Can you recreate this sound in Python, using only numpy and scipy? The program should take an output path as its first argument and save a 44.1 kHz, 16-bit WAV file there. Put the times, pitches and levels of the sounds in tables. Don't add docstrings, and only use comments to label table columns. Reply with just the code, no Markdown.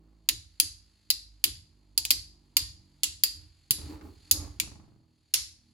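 import sys
import numpy as np
from scipy import signal
from scipy.io import wavfile
from scipy.ndimage import uniform_filter1d

SR = 44100
rng = np.random.default_rng(int(sys.argv[2]) if len(sys.argv) > 2 else 0)


def pcm_store(signal):
    levels = np.round(np.clip(np.atleast_2d(signal), -1, 1) * 32767)
    wavfile.write(sys.argv[1], SR, levels.astype(np.int16).T)


N = 252893

# (frequency [Hz], level [dB])
AIR_COLOUR = [(20, -9), (100, 8), (400, -14.5), (1000, -28.5), (4000, -33), (11000, -38), (14000, -44.5)]
# (frequency [Hz], T60 [s])
ROOM_T60 = [(300, 0.12), (1500, 0.37), (3000, 0.34), (5000, 0.39), (8000, 0.33), (11000, 0.31),
            (15000, 0.067)]
# (frequency [Hz], level [dB])
ROOM_COLOUR = [(300, 10.5), (1500, 2), (3000, -7.5), (4000, 1.5), (4800, -1), (5600, -0.5), (8000, -1.5),
               (11000, -4.5), (13200, -8), (15000, 1.5)]
# (delay [s], level [dB])
ECHOES = [(.0024, -13), (.0052, -13.5), (.0061, -19.5), (.0083, -18.5), (0.0115, -18.5)]
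# (time [s], spin [turns/s])
SPIN_RATE = [(0, 53.8), (.28, 53.8), (1.85, 50.5), (2.9, 46.8), (3.7, 45.2), (4.6, 40.6), (5.73, 39.4)]
# (frequency [Hz], level [dB])
HUM_COLOUR = [(38, -18.5), (54, 6), (80, -7.5), (110, -4), (165, -9), (210, -10.5), (320, -12), (430, -32),
              (650, -29.5), (1100, -35)]
# (time [s], level [dB])
HUM_LEVEL = [(0, -59.5), (.25, -65.5), (.5, -71.5), (1.2, -69), (2, -64.5), (2.4, -64), (2.9, -63.5),
             (3.6, -70.5), (4.3, -60.5), (4.85, -58.5), (5.25, -72.5), (5.73, -68.5)]
# (frequency [Hz], level [dB])
BOOM_COLOUR = [(20, -24.5), (38, -18.5), (54, 7), (68, 3), (82, 13.5), (102, 1), (135, -8), (170, -16),
               (230, -56.5)]
# (frequency [Hz], level [dB])
DRUM_COLOUR = [(120, -23.5), (195, -5), (220, -13), (256, -2.5), (275, -1.5), (300, 8.5), (355, -5.5),
               (430, -9), (520, -24), (900, -40)]
# (time [s], hold [s], boom [dB], drumming [dB], skid [dB], whirr [dB])
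SLIDES = [(3.334, 0.087, -52, -67, -81.5, -67.5), (3.774, 0.093, -41.5, -52.5, -62, -56.5),
          (3.88, 0.034, -59, -43.5, -54, -64.5), (4.008, 0.047, -48.5, -49.5, -62, -83.5),
          (4.311, 0.12, -40, -48.5, -55, -70.5), (4.61, 0.123, -64, -63, -82.5, -80)]
# (time [s], level [dB])
WHIRR_LEVEL = [(0, -85), (.55, -71), (1.35, -73), (1.9, -77.5), (3.6, -70.5), (4.05, -72.5), (4.28, -61.5),
               (4.7, -71.5), (5.05, -82.5), (5.3, -74.5), (5.73, -73.5)]
# (frequency [Hz], level [dB])
WHIRR_COLOUR = [(800, -23.5), (2000, -14.5), (3400, -12.5), (4050, -10.5), (4330, -2), (4800, -7),
                (5500, -22), (7000, -12.5), (8600, -26), (10600, -16.5), (12800, -33), (16500, -44)]
# (frequency [Hz], level [dB])
SKID_COLOUR = [(200, -7.5), (420, -1.5), (650, -1), (1100, 0.5), (1500, -8.5), (2300, -10), (3500, -16.5),
               (10000, -28), (13000, -45.5), (16000, -54.5)]
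# (time [s], scuff [dB], knock [dB])
LANDINGS = [(3.708, -38, -13.5), (3.786, -38, -20.5), (3.865, -35, -22.5), (4.011, -26.5, -38)]
# (frequency [Hz], level [dB])
KNOCK_COLOUR = [(30, -13.5), (70, 0), (140, 3), (260, -4), (500, -24), (1000, -23), (2000, -38),
                (8000, -61.5), (14000, -77.5)]
# (time [s], level [dB])
PINGS = [(1.98, -58.5), (2.052, -62)]
# (frequency [Hz], level [dB])
CRACK_COLOUR = [(150, -31.5), (550, -34.5), (1000, -17.5), (1400, -18.5), (2000, -7), (2800, -1), (4300, 2),
                (5600, -1), (8400, -2), (10200, -0.5), (12300, -4), (14200, 4.5), (15500, -3),
                (16600, -18.5)]
# (frequency [Hz], width [Hz], level over the crack [dB])
RIM_MODES = [(4829, 170, 11.5), (4500, 130, 5)]
# (frequency [Hz], width [Hz], level over the crack [dB])
WHEEL_MODES = [(2920, 690, 4.5), (4140, 29, -6), (6910, 900, 6), (10250, 220, 6.5), (11150, 680, 8.5),
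               (15200, 220, -0.5)]
# (time [s], energy [dB], rim ring [dB], clack [dB], brightness [dB],
# second contact delay [s], second contact [dB], reverb send [dB], mode favoured by the contact point [Hz],
# its level [dB], bowl boom [dB], bowl drumming [dB])
CLASHES = [ (.2888, 7.5, -2.5, 2, -.5, 0.0069, -13.5, -2.5, 3950, 4, -47, -53.5),
           (0.5999, 10, 2.5, -1.5, 3.5, .0074, -17, 0.5, 10180, 6.5, -50, -55.5),
           (1.1026, 8, 7, 1, 3, .006, -8, -2, 4130, 9.5, -58, -67.5),
           (1.4403, 8.5, 1.5, 4, 4, 0.0015, 0.5, -0.5, 3110, -8.5, -45.5, -50.5),
           (1.9771, 7, 5, -4, -0.5, 0.0001, 18, -2, 9900, 3.5, -50.5, -66),
           (2.0514, -3, -8, -1, -5, 0.0016, -20, 1, 2700, 9.5, -61, -72),
           (2.106, 10.5, 7, 0.5, 3.5, 0.005, -2.5, 0.5, 11570, -2, -46.5, -54.5),
           (2.568, 9.5, 5.5, 1.5, 2, 0.0024, -10.5, 1, 1098, 3.5, -43, -56),
           (3.0335, 5.5, -3.5, -5, -3, 0.0073, -8, 2.5, 2800, 16, -50.5, -60),
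           (3.2359, 9.5, 9.5, 3, 8.5, 0.0026, -10, 1.5, 7120, 14.5, -54, -62),
           (3.708, 8, 2, 0.5, 5.5, 0.0029, -13.5, 2, 10760, 14.5, -50, -54),
           (4.3117, 11, 2, -4, 5.5, .0023, -1, 0, 6705, 14, -43.5, -54),
           (4.599, 2.5, -6, -.5, -3, 0.00089, 10, 0, 2463, 10.5, -46.5, -54),
           (5.3385, 7.5, -5, -0.5, -0.5, 0.0033, 3, 6, 5400, 9, -51, -64)]

TOP_END_HZ = 16700
SLIDE_RISE_S, SLIDE_FALL_DB_PER_S, BOOM_FALL_DB_PER_S = 0.019, 181.5, 91


def amp(db):
    return 10 ** (np.asarray(db) / 20)


def unit_energy(x):
    return x / np.sqrt(np.mean(np.sum(x ** 2, -1)) + 1e-20)


def unit_rms(x):
    return x / np.sqrt(np.mean(x ** 2) + 1e-20)


def read(points, hz):
    f, value = np.transpose(points)
    return np.interp(np.log(hz + 1), np.log(f), value)


def curve(points):
    return np.interp(np.arange(N) / SR, *np.transpose(points))


def add(mix, s, sound):
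    part = mix[..., max(round(s * SR), 0):][..., :sound.shape[-1]]
    part += sound[..., :part.shape[-1]]


def eq(x, db_of, size=4096):
    log_gain = np.log(amp(db_of(abs(np.fft.fftfreq(size, 1 / SR)))))
    taps = np.fft.ifft(np.exp(np.conj(signal.hilbert(log_gain)))).real
    return signal.fftconvolve(x, np.atleast_2d(taps), axes=1)[:, :x.shape[1]]


def shaped(x, points):
    return unit_rms(eq(x, lambda hz: read(points, hz)))


def stereo_noise(count, width):
    mid, side = rng.standard_normal((2, count))
    return np.array([mid + width * side, mid - width * side])


def drift(size):
    return unit_rms(uniform_filter1d(uniform_filter1d(rng.standard_normal(N), size), size))


def steadied(x, size):
    return x / np.sqrt(abs(uniform_filter1d((x ** 2).mean(0), size)) + 1e-9)


def whitened(x, bins=41, size=4096):
    power = uniform_filter1d((abs(np.fft.fft(x, size)) ** 2).mean(0), bins, mode="wrap")
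    return eq(x, lambda hz: -10 * np.log10(power + 1e-9), size)


def swell(start, rise_s, hold_s, fall_db_per_s):
    t = np.arange(N) / SR - start
    return np.clip(t / rise_s, 0, 1) * amp(-fall_db_per_s * np.maximum(t - rise_s - hold_s, 0))


def room_air(level_db=-79):
    return amp(level_db) * shaped(stereo_noise(N, width=0.63), AIR_COLOUR)


def room_tail(build_s=0.0018):
    hz, t, bands = signal.stft(stereo_noise(SR * 3 // 4, width=0.99), SR, nperseg=256)
    decay = amp(read(ROOM_COLOUR, hz)[:, None] - 60 * t / read(ROOM_T60, hz)[:, None])
    tail = signal.istft(bands * decay, SR, nperseg=256)[1]
    fade_in = 1 - np.exp(-(np.arange(tail.shape[1]) / SR / build_s) ** 2)
    return unit_energy(tail * fade_in)


def early_echoes(x, spread_s=0.00025):
    out = x.copy()
    for s, db in ECHOES:
        for ear in range(2):
            add(out[ear], s + spread_s * rng.standard_normal(), amp(db) * x[ear])
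    return out


def turns_made():
    return np.cumsum(curve(SPIN_RATE)) / SR


def hum(harmonics=21, waver_db=3.5, pan_db=1.34):
    hz, turns = curve(SPIN_RATE), turns_made()
    tone = 0
    for k in range(1, harmonics + 1):
        level_db = read(HUM_COLOUR, k * hz) + waver_db * drift(size=7000)
        tone = tone + amp(level_db) * np.sin(2 * np.pi * (k * turns + rng.random()))
    return tone * amp(curve(HUM_LEVEL)) * amp([[-pan_db], [pan_db]])


def slide_power(column, fall_db_per_s=SLIDE_FALL_DB_PER_S):
    return sum((amp(row[column]) * swell(row[0], SLIDE_RISE_S, row[1], fall_db_per_s)) ** 2
               for row in SLIDES)


def jolt_power(column, **envelope):
    return sum((amp(row[column]) * swell(row[0], **envelope)) ** 2 for row in CLASHES)


def bowl(idle_boom_db=-73.5, boom_trim_db=-1.5, drum_vs_hum_db=-11.5, pan_db=1.54):
    boom_power = amp(idle_boom_db) ** 2 + slide_power(column=2, fall_db_per_s=BOOM_FALL_DB_PER_S)
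    boom_power += jolt_power(column=-2, rise_s=0.057, hold_s=0.009, fall_db_per_s=92)
    drum_power = amp(drum_vs_hum_db + curve(HUM_LEVEL)) ** 2 + slide_power(column=3)
    drum_power += jolt_power(column=-1, rise_s=0.0052, hold_s=0.033, fall_db_per_s=310)
    boom = steadied(shaped(stereo_noise(N, width=0.15), BOOM_COLOUR), size=4000) * np.sqrt(boom_power)
    drum = steadied(shaped(stereo_noise(N, width=0.33), DRUM_COLOUR), size=3000) * np.sqrt(drum_power)
    return (amp(boom_trim_db) * boom + drum) * amp([[-pan_db], [pan_db]])


def tips(press_db=2.5, grit_db=2.5, skid_vs_hum_db=-18):
    pressure = amp(press_db * np.cos(2 * np.pi * turns_made()))
    whirr = shaped(stereo_noise(N, width=0.28) * pressure, WHIRR_COLOUR)
    grit = amp(grit_db * drift(size=130))
    skid = shaped(stereo_noise(N, width=0.52) * grit, SKID_COLOUR)
    whirr_power = amp(curve(WHIRR_LEVEL)) ** 2 + slide_power(column=5)
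    skid_power = amp(skid_vs_hum_db + curve(HUM_LEVEL)) ** 2 + slide_power(column=4)
    return whirr * np.sqrt(whirr_power) + skid * np.sqrt(skid_power)


def tap(scuff_db, knock_db, scuff_s=0.0084):
    t = np.arange(SR // 10) / SR
    scuff = unit_energy(shaped(stereo_noise(len(t), width=1.0) * np.exp(-t / scuff_s), SKID_COLOUR))
    knock = unit_energy(shaped(signal.unit_impulse(len(t))[None], KNOCK_COLOUR))
    return amp(scuff_db) * scuff + amp(knock_db) * knock


def wobble(start_s=4.634, turn_s=0.041, turns=10):
    mix = np.zeros((2, N))
    for turn in range(turns):
        dip = tap(scuff_db=-29 - 0.5 * turn ** 2, knock_db=-23 - 0.2 * turn ** 2)
        add(mix, start_s + turn * turn_s, dip)
    return mix


def ping(db, hz=899, t60_s=0.2):
    t = np.arange(SR // 4) / SR
    return amp(db - 60 * t / t60_s) * np.sin(2 * np.pi * hz * t)


def rim_grind(count, again_s, again_db, bite_s=0.00055, chatter_s=0.012, chatter_db=-20):
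    t = np.arange(count) / SR
    contact = t / bite_s * np.exp(1 - t / bite_s) + amp(chatter_db) * np.exp(-t / chatter_s)
    second_contact = amp(again_db) * np.interp(t - again_s, t, contact, left=0)
    left, right = whitened(np.hypot(contact, second_contact) * stereo_noise(count, width=0.96))
    return np.array([left, np.pad(right, (1, 0))[:count]])


def resonance(hz, centre_hz, width_hz, db):
    return amp(db) ** 2 / (1 + (2 * (hz - centre_hz) / width_hz) ** 2)


def clash(energy_db, ring_db, clack_db, bright_db, again_s, again_db, room_db, mode_hz, mode_db,
          mode_width_hz=300, ripple_db=2.36, ripple_points=180, wet_db=-10):
    tail = amp(wet_db + room_db) * room_tail()
    direct = unit_energy(early_echoes(rim_grind(tail.shape[1], again_s, again_db)))
    tone = [(3000, clack_db), (5000, 0), (8000, 0), (12000, bright_db)]
    rims = [(hz, width, db + ring_db) for hz, width, db in RIM_MODES]
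    modes = [*rims, *WHEEL_MODES, (mode_hz, mode_width_hz, mode_db)]
    ripple_hz = np.geomspace(CRACK_COLOUR[1][0], TOP_END_HZ, ripple_points)
    ripple = np.transpose([ripple_hz, ripple_db * rng.standard_normal(ripple_points)])

    def metal_db(hz):
        peaks = sum(resonance(hz, *mode) for mode in modes)
        return read(CRACK_COLOUR, hz) + read(tone, hz) + read(ripple, hz) + 10 * np.log10(1 + peaks)

    return amp(energy_db) * unit_energy(eq(direct + tail, metal_db))


def scene(clash_gain_db=3, reverb_send_db=-9):
    mix = tips() + wobble()
    for s, scuff_db, knock_db in LANDINGS:
        add(mix, s, tap(scuff_db, knock_db))
    for s, db in PINGS:
        add(mix, s, ping(db))
    mix += amp(reverb_send_db) * signal.fftconvolve(mix, room_tail(), axes=1)[:, :N]
    for s, *blow, _boom_db, _drum_db in CLASHES:
        add(mix, s, amp(clash_gain_db) * clash(*blow))
    return mix + bowl() + hum() + room_air()


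def record(dry):
    low_pass = signal.firwin(301, TOP_END_HZ, window=("kaiser", 9), fs=SR)
    return signal.oaconvolve(np.tanh(dry), low_pass[None], "same")


dry = scene()
out = record(dry)
pcm_store(out)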